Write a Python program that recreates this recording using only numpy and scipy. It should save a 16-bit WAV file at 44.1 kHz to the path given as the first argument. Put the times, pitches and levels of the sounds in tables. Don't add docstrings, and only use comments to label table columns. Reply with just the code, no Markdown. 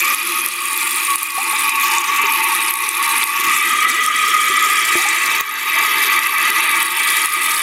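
import sys
import numpy as np
from scipy import signal
from scipy.fft import rfft, irfft, next_fast_len
from scipy.io import wavfile
from scipy.ndimage import map_coordinates

SR = 44100
rng = np.random.default_rng(int(sys.argv[2]) if len(sys.argv) > 2 else 0)


def invert_db(x):
    u = np.asarray(x, float) / 20
    return 10 ** u


def waveform_to_disk(signal):
    frames = np.transpose(np.atleast_2d(signal))
    scaled = np.clip(frames, -1, 1) * 32767
    samples = np.round(scaled).astype(np.int16)
    wavfile.write(sys.argv[1], SR, samples)


N = 336042

# (time [s], place [0 left end, 1 overflow pipe, 2 inlet, 3 float])
MIC_PLACE = [(0, -0.5), (1., 0.4), (1.8, 1.), (3.3, 1.06), (3.85, 2.), (4.45, 2.), (5.1, 3), (7.62, 3.)]
# (centre [Hz], nominal width [Hz], level at place 0 [dB], at 1 [dB], at 2 [dB], at 3 [dB])
TANK_MODES = [(61.5, 10, -79, -78, -72, -71), (96, 17, -72, -70, -66, -65.5),
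              (157, 110, -64, -64, -55.5, -76), (256.4, 20.5, -51, -52.5, -51.5, -58),
              (345, 28, -43, -43.5, -46, -46.5), (420, 51, -55.5, -51, -46, -50),
              (537, 41, -52, -78, -52.5, -62), (654.6, 39, -72, -74, -50.5, -50.5),
              (760, 140, -64, -80, -51, -70), (903, 59.5, -38.5, -30, -49.5, -37),
              (1120.6, 25.5, -30, -23, -44, -31.5), (1185.8, 45, -29.5, -31, -25, -30),
              (1243, 48, -30.5, -32, -20, -28), (1402, 26, -40.5, -40.5, -45, -42.5),
              (1592, 34, -49, -43, -39, -39.5), (1722, 125, -57, -37.5, -34, -33.5),
              (1969.5, 52, -38.5, -37, -22.5, -27.5), (2075, 83, -34.5, -32, -29, -31),
              (2304, 49, -31.5, -28.5, -26, -27), (2454, 120, -24.5, -25, -27.5, -31),
              (2641, 93, -30.5, -29.5, -34.5, -29.5), (2840, 130, -36, -35.5, -37, -43.5),
              (2985, 51, -39, -36, -36.5, -37.5), (3247, 210, -35.5, -39.5, -28.5, -34.5),
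              (3545, 210, -40.5, -38.5, -37, -37), (3801, 66, -41, -40, -39.5, -38.5),
              (4493, 72, -42.5, -54, -43.5, -41.5)]
# (time [s], gain on the roar [dB], spray level [dB])
NEARNESS_CURVE = [(0, 4, -19.5), (.35, -0.5, -23), (.7, -3.5, -23), (1.3, -0.5, -20), (2.2, 2, -24),
                  (2.9, -1, -21.5), (3.5, 2.5, -22.5), (4.1, -0.5, -25), (4.9, 2, -22), (5.7, 2.5, -24),
                  (6.5, 3.5, -23), (7.62, -1, -20.5)]
# (frequency [Hz], relative level per Hz [dB])
SPRAY_TONE = [(2060, -32), (3500, -3.5), (4180, -7.5), (4570, -8.5), (5490, -6), (7970, -4.5), (9890, -1.5),
              (11200, 0), (14100, -5.5), (15900, -15)]
# (frequency [Hz], relative level per Hz [dB])
WASH_TONE = [(18, -77), (30, -60), (161, -19), (336, -5.5), (506, -26), (731, -53), (879, -25), (1040, 2),
             (1150, -26), (1500, -5), (1950, 8.5), (2350, 0), (4000, -35), (5200, -46), (8800, -120)]
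WASH_DB = -28.5
# (time [s], burst level before the gain control [dB], centre [Hz])
SNAP_EVENTS = [(0.147, 0.5, 10160), (0.273, -4.5, 10400), (0.4625, 1, 11200), (0.4867, -1, 11050),
               (0.7764, -2, 12150), (1.1578, 4, 11000), (1.2311, 5.5, 11060), (1.695, 1, 9660),
               (1.7995, -4, 10800), (1.984, -1.5, 7250), (2.3231, -2.5, 10100), (2.4415, -3.5, 11500),
               (2.682, -12, 4800), (2.7092, 1, 11800), (2.739, 1.5, 11400), (2.8901, 1, 9300),
               (3.231, -7.5, 3500), (3.24, 1.5, 11800), (3.4011, -6, 11700), (4.063, -1, 9130),
               (5.088, -6, 7300), (5.41, 4.5, 15100), (6.1918, -2.5, 9960), (6.2703, -1, 11130),
               (6.3824, -5, 10250), (6.503, 0.5, 11800), (6.8286, -0.5, 11500), (7.0893, -10.5, 4500),
               (7.232, -10.5, 4600), (7.2584, 1, 10100), (7.3243, -5, 11300), (7.566, -9, 4500)]
# (time [s], level [dB], starting pitch [Hz])
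GULP_EVENTS = [(.12, -32, 880), (1.379, -13, 764), (1.468, -20, 894), (1.529, -19, 838), (2.205, -33, 410),
               (2.237, -22.5, 403), (2.587, -38, 654), (2.831, -33, 420), (3.397, -28.5, 363),
               (3.474, -22.5, 339), (4.499, -25.5, 379), (4.69, -34, 740), (4.954, -16.5, 344),
               (4.953, -27, 642), (4.994, -27, 760), (5.054, -18, 813), (5.969, -30, 345)]
# (time [s], extra path [mm])
REFLECTION_PATH = [(0, 37), (.4, 46), (.7, 56.4), (1.6, 54), (1.95, 28), (2.25, 35), (2.45, 47.4),
                   (3.25, 51), (3.55, 21.6), (3.9, 26.4), (5.2, 27), (5.6, 39), (6.55, 43.6), (6.75, 54),
                   (7.62, 53)]
# (level [dB], lag [ms])
WALL_ECHOES = [(-14, 0.431), (-20.5, 1.015), (-10, 1.4), (-10, 2.1), (-23, 2.7), (-12, 3.3), (-32, 4.1),
               (-21, 7.3)]


def rms_one(x):
    return x / np.sqrt(np.mean(x ** 2) + 1e-20)


def in_time(rows):
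    s, *columns = np.transpose(rows)
    return [np.interp(np.arange(N) / SR, s, column) for column in columns]


def drift(rate_hz):
    r = np.exp(-2 * np.pi * rate_hz * 20 / SR)
    noise = rng.standard_normal(N // 20 + 2002)
    slow = signal.lfilter([1], [1, -2 * r, r * r], noise)[2000:]
    return np.interp(np.arange(N) / 20, np.arange(len(slow)), rms_one(slow))


def resonance(x, hz, width_hz):
    r = np.exp(-np.pi * width_hz / SR)
    poles = [1, -2 * r * np.cos(2 * np.pi * hz / SR), r * r]
    return signal.lfilter([(1 - r * r) / 2, 0, (r * r - 1) / 2], poles, x)


def coloured(x, spectrum):
    size = next_fast_len(N)
    hz, level_db = np.transpose(spectrum)
    bins_hz = np.arange(size // 2 + 1) * SR / size
    shape = np.interp(np.log(bins_hz + 1), np.log(hz), level_db)
    return irfft(rfft(x, size) * invert_db(shape), size)[:N]


def roar(place, churn_db, own_db):
    modes = np.zeros(N)
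    churn = invert_db(churn_db * drift(13))
    for hz, width_hz, *levels_db in TANK_MODES:
        once = resonance(rng.standard_normal(N), hz, 1.43 * width_hz)
        mode = resonance(once, hz, 1.43 * width_hz)
        heard_db = np.interp(place, np.arange(len(levels_db)), levels_db)
        modes += rms_one(mode) * invert_db(heard_db + own_db * drift(6.8))
    wash = invert_db(WASH_DB) * rms_one(coloured(rng.standard_normal(N), WASH_TONE))
    return (modes + wash) * churn


def spray(per_s, size_spread_db, cycles, hiss_db, shared_db, own_db, splat_db):
    clump = drift(30)
    size_db = size_spread_db * np.minimum(rng.exponential(1, N), 2.6)
    sizes = invert_db(size_db) * rng.choice([-1, 1], N)
    falls = rng.random(N) < per_s * invert_db(3 * clump) / SR
    drops = rms_one(sizes * falls)
    pitches_hz, dealt = np.geomspace(3200, 15500, 16), rng.integers(0, 16, N)
    ringing = np.zeros(N)
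    for k, hz in enumerate(pitches_hz):
        hiss = invert_db(hiss_db + shared_db * clump + own_db * drift(39)) * rng.standard_normal(N)
        struck_once = resonance(4 * drops * (dealt == k) + 1e-18, hz, hz / cycles)
        ringing += resonance(struck_once, hz, hz / cycles) + resonance(hiss, hz, hz / 8)
    strength = invert_db(3.5 * np.minimum(rng.exponential(1, N), 1.8))
    struck = (rng.random(N) < 70 / SR) * strength
    decay = signal.lfilter([1], [1, -np.exp(-1 / (0.0036 * SR))], struck + 1e-18)
    splats = decay * rng.standard_normal(N)
    mixed = rms_one(ringing) + invert_db(splat_db) * rms_one(splats)
    return rms_one(coloured(mixed, SPRAY_TONE))


def delayed(x, lag_s):
    return map_coordinates(x, [np.arange(N) - lag_s * SR], order=3)


def reflected(x, wall_cut_hz, tremor, fading_db):
    path_mm, = in_time(REFLECTION_PATH)
    combed = x - invert_db(-10) * delayed(x, path_mm / 343000)
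    dull = signal.sosfilt(signal.butter(2, wall_cut_hz, fs=SR, output="sos"), combed)
    out = combed.copy()
    for db, lag_ms in WALL_ECHOES:
        strength = invert_db(db + fading_db * drift(0.1))
        lag_s = lag_ms / 1000 * (1 + tremor * drift(0.83))
        out += strength * delayed(dull, lag_s)
    return out


def bubble(out_size, start_hz, rise, t60):
    t = np.arange(out_size) / SR
    phase = 2 * np.pi * np.cumsum(start_hz * 2 ** (rise * t)) / SR
    push = 0.11 * np.sin(0.646 * phase) * np.exp(-t / 0.01)
    ring = np.sin(phase) * invert_db(-60 * t / t60) * (1 - np.exp(-t / 0.00036))
    return push + ring


def gulps(small_db):
    out, size = np.zeros(N + SR), SR // 4
    bubbles = []
    for s, db, hz in GULP_EVENTS:
        rise = 2.7 * (hz / 800) ** 2
        bubbles.append((s, db, hz, rise, 0.14))
    for when, loud, pitch, climb, ring in rng.random((60, 5)):
        hz = 250 * 2 ** (2 * pitch)
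        bubbles.append((when * N / SR, small_db + 12 * loud, hz, 5 * climb, 0.021 + 0.029 * ring))
    for s, db, hz, rise, t60 in bubbles:
        start = round(s * SR)
        out[start:start + size] += invert_db(db) * bubble(size, hz, rise, t60)
    return out[:N]


def snaps(cycles, tail_db, tail_s):
    out, t = np.zeros(N + SR), np.arange(SR // 50) / SR
    spatter = rng.standard_normal((len(SNAP_EVENTS), len(t)))
    for (s, level_db, hz), noise in zip(SNAP_EVENTS, spatter):
        turns = hz * t / cycles
        burst = np.sin(2 * np.pi * hz * t) * turns * np.exp(1 - turns)
        tail = invert_db(tail_db) * rms_one(resonance(noise, hz, .5 * hz)) * np.exp(-t / tail_s)
        start = round(s * SR)
        out[start:start + len(t)] += invert_db(level_db) * (burst + tail)
    high_pass = signal.butter(2, 2500, "high", fs=SR, output="sos")
    return signal.sosfilt(high_pass, out[:N] + 1e-18)


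def scene():
    place, = in_time(MIC_PLACE)
    roar_db, spray_db = in_time(NEARNESS_CURVE)
    water = invert_db(roar_db) * roar(place, churn_db=.5, own_db=2.0)
    jet = spray(per_s=800., size_spread_db=6.0, cycles=8.3, hiss_db=-4.5,
                shared_db=1.5, own_db=2.5, splat_db=-4.5)
    jet = reflected(jet, wall_cut_hz=10200, tremor=0.0416, fading_db=0.5)
    jet = invert_db(spray_db) * rms_one(jet)
    air = gulps(small_db=-55.0)
    clicks = snaps(cycles=2.13, tail_db=-10, tail_s=0.0017)
    return (water + jet + air + clicks)[None]


def top_cut(x):
    return signal.sosfilt(signal.butter(12, 16050, fs=SR, output="sos"), x)


def record(dry):
    limit_db, recovery_db_per_s = -2.5, 28
    attack_s, ceiling = .0003, .76
    climb_db = recovery_db_per_s * np.arange(N) / SR
    over_db = np.maximum(20 * np.log10(np.abs(dry[0]) + 1e-9) - limit_db, 0)
    cut_db = np.maximum.accumulate(over_db + climb_db) - climb_db
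    r, ahead = np.exp(-1 / (attack_s * SR)), round(attack_s * SR / 2)
    early_db = np.pad(cut_db[ahead:], (0, ahead), "edge")
    smooth_db = signal.lfilter([1 - r], [1, -r], early_db)
    held = np.clip(dry * invert_db(-smooth_db), -ceiling, ceiling)
    held = signal.sosfilt(signal.butter(3, 60, "high", fs=SR, output="sos"), held)
    held = signal.sosfilt(signal.cheby2(10, 60, 17000, fs=SR, output="sos"), held)
    return top_cut(held)


dry = scene()
out = record(dry)
waveform_to_disk(out)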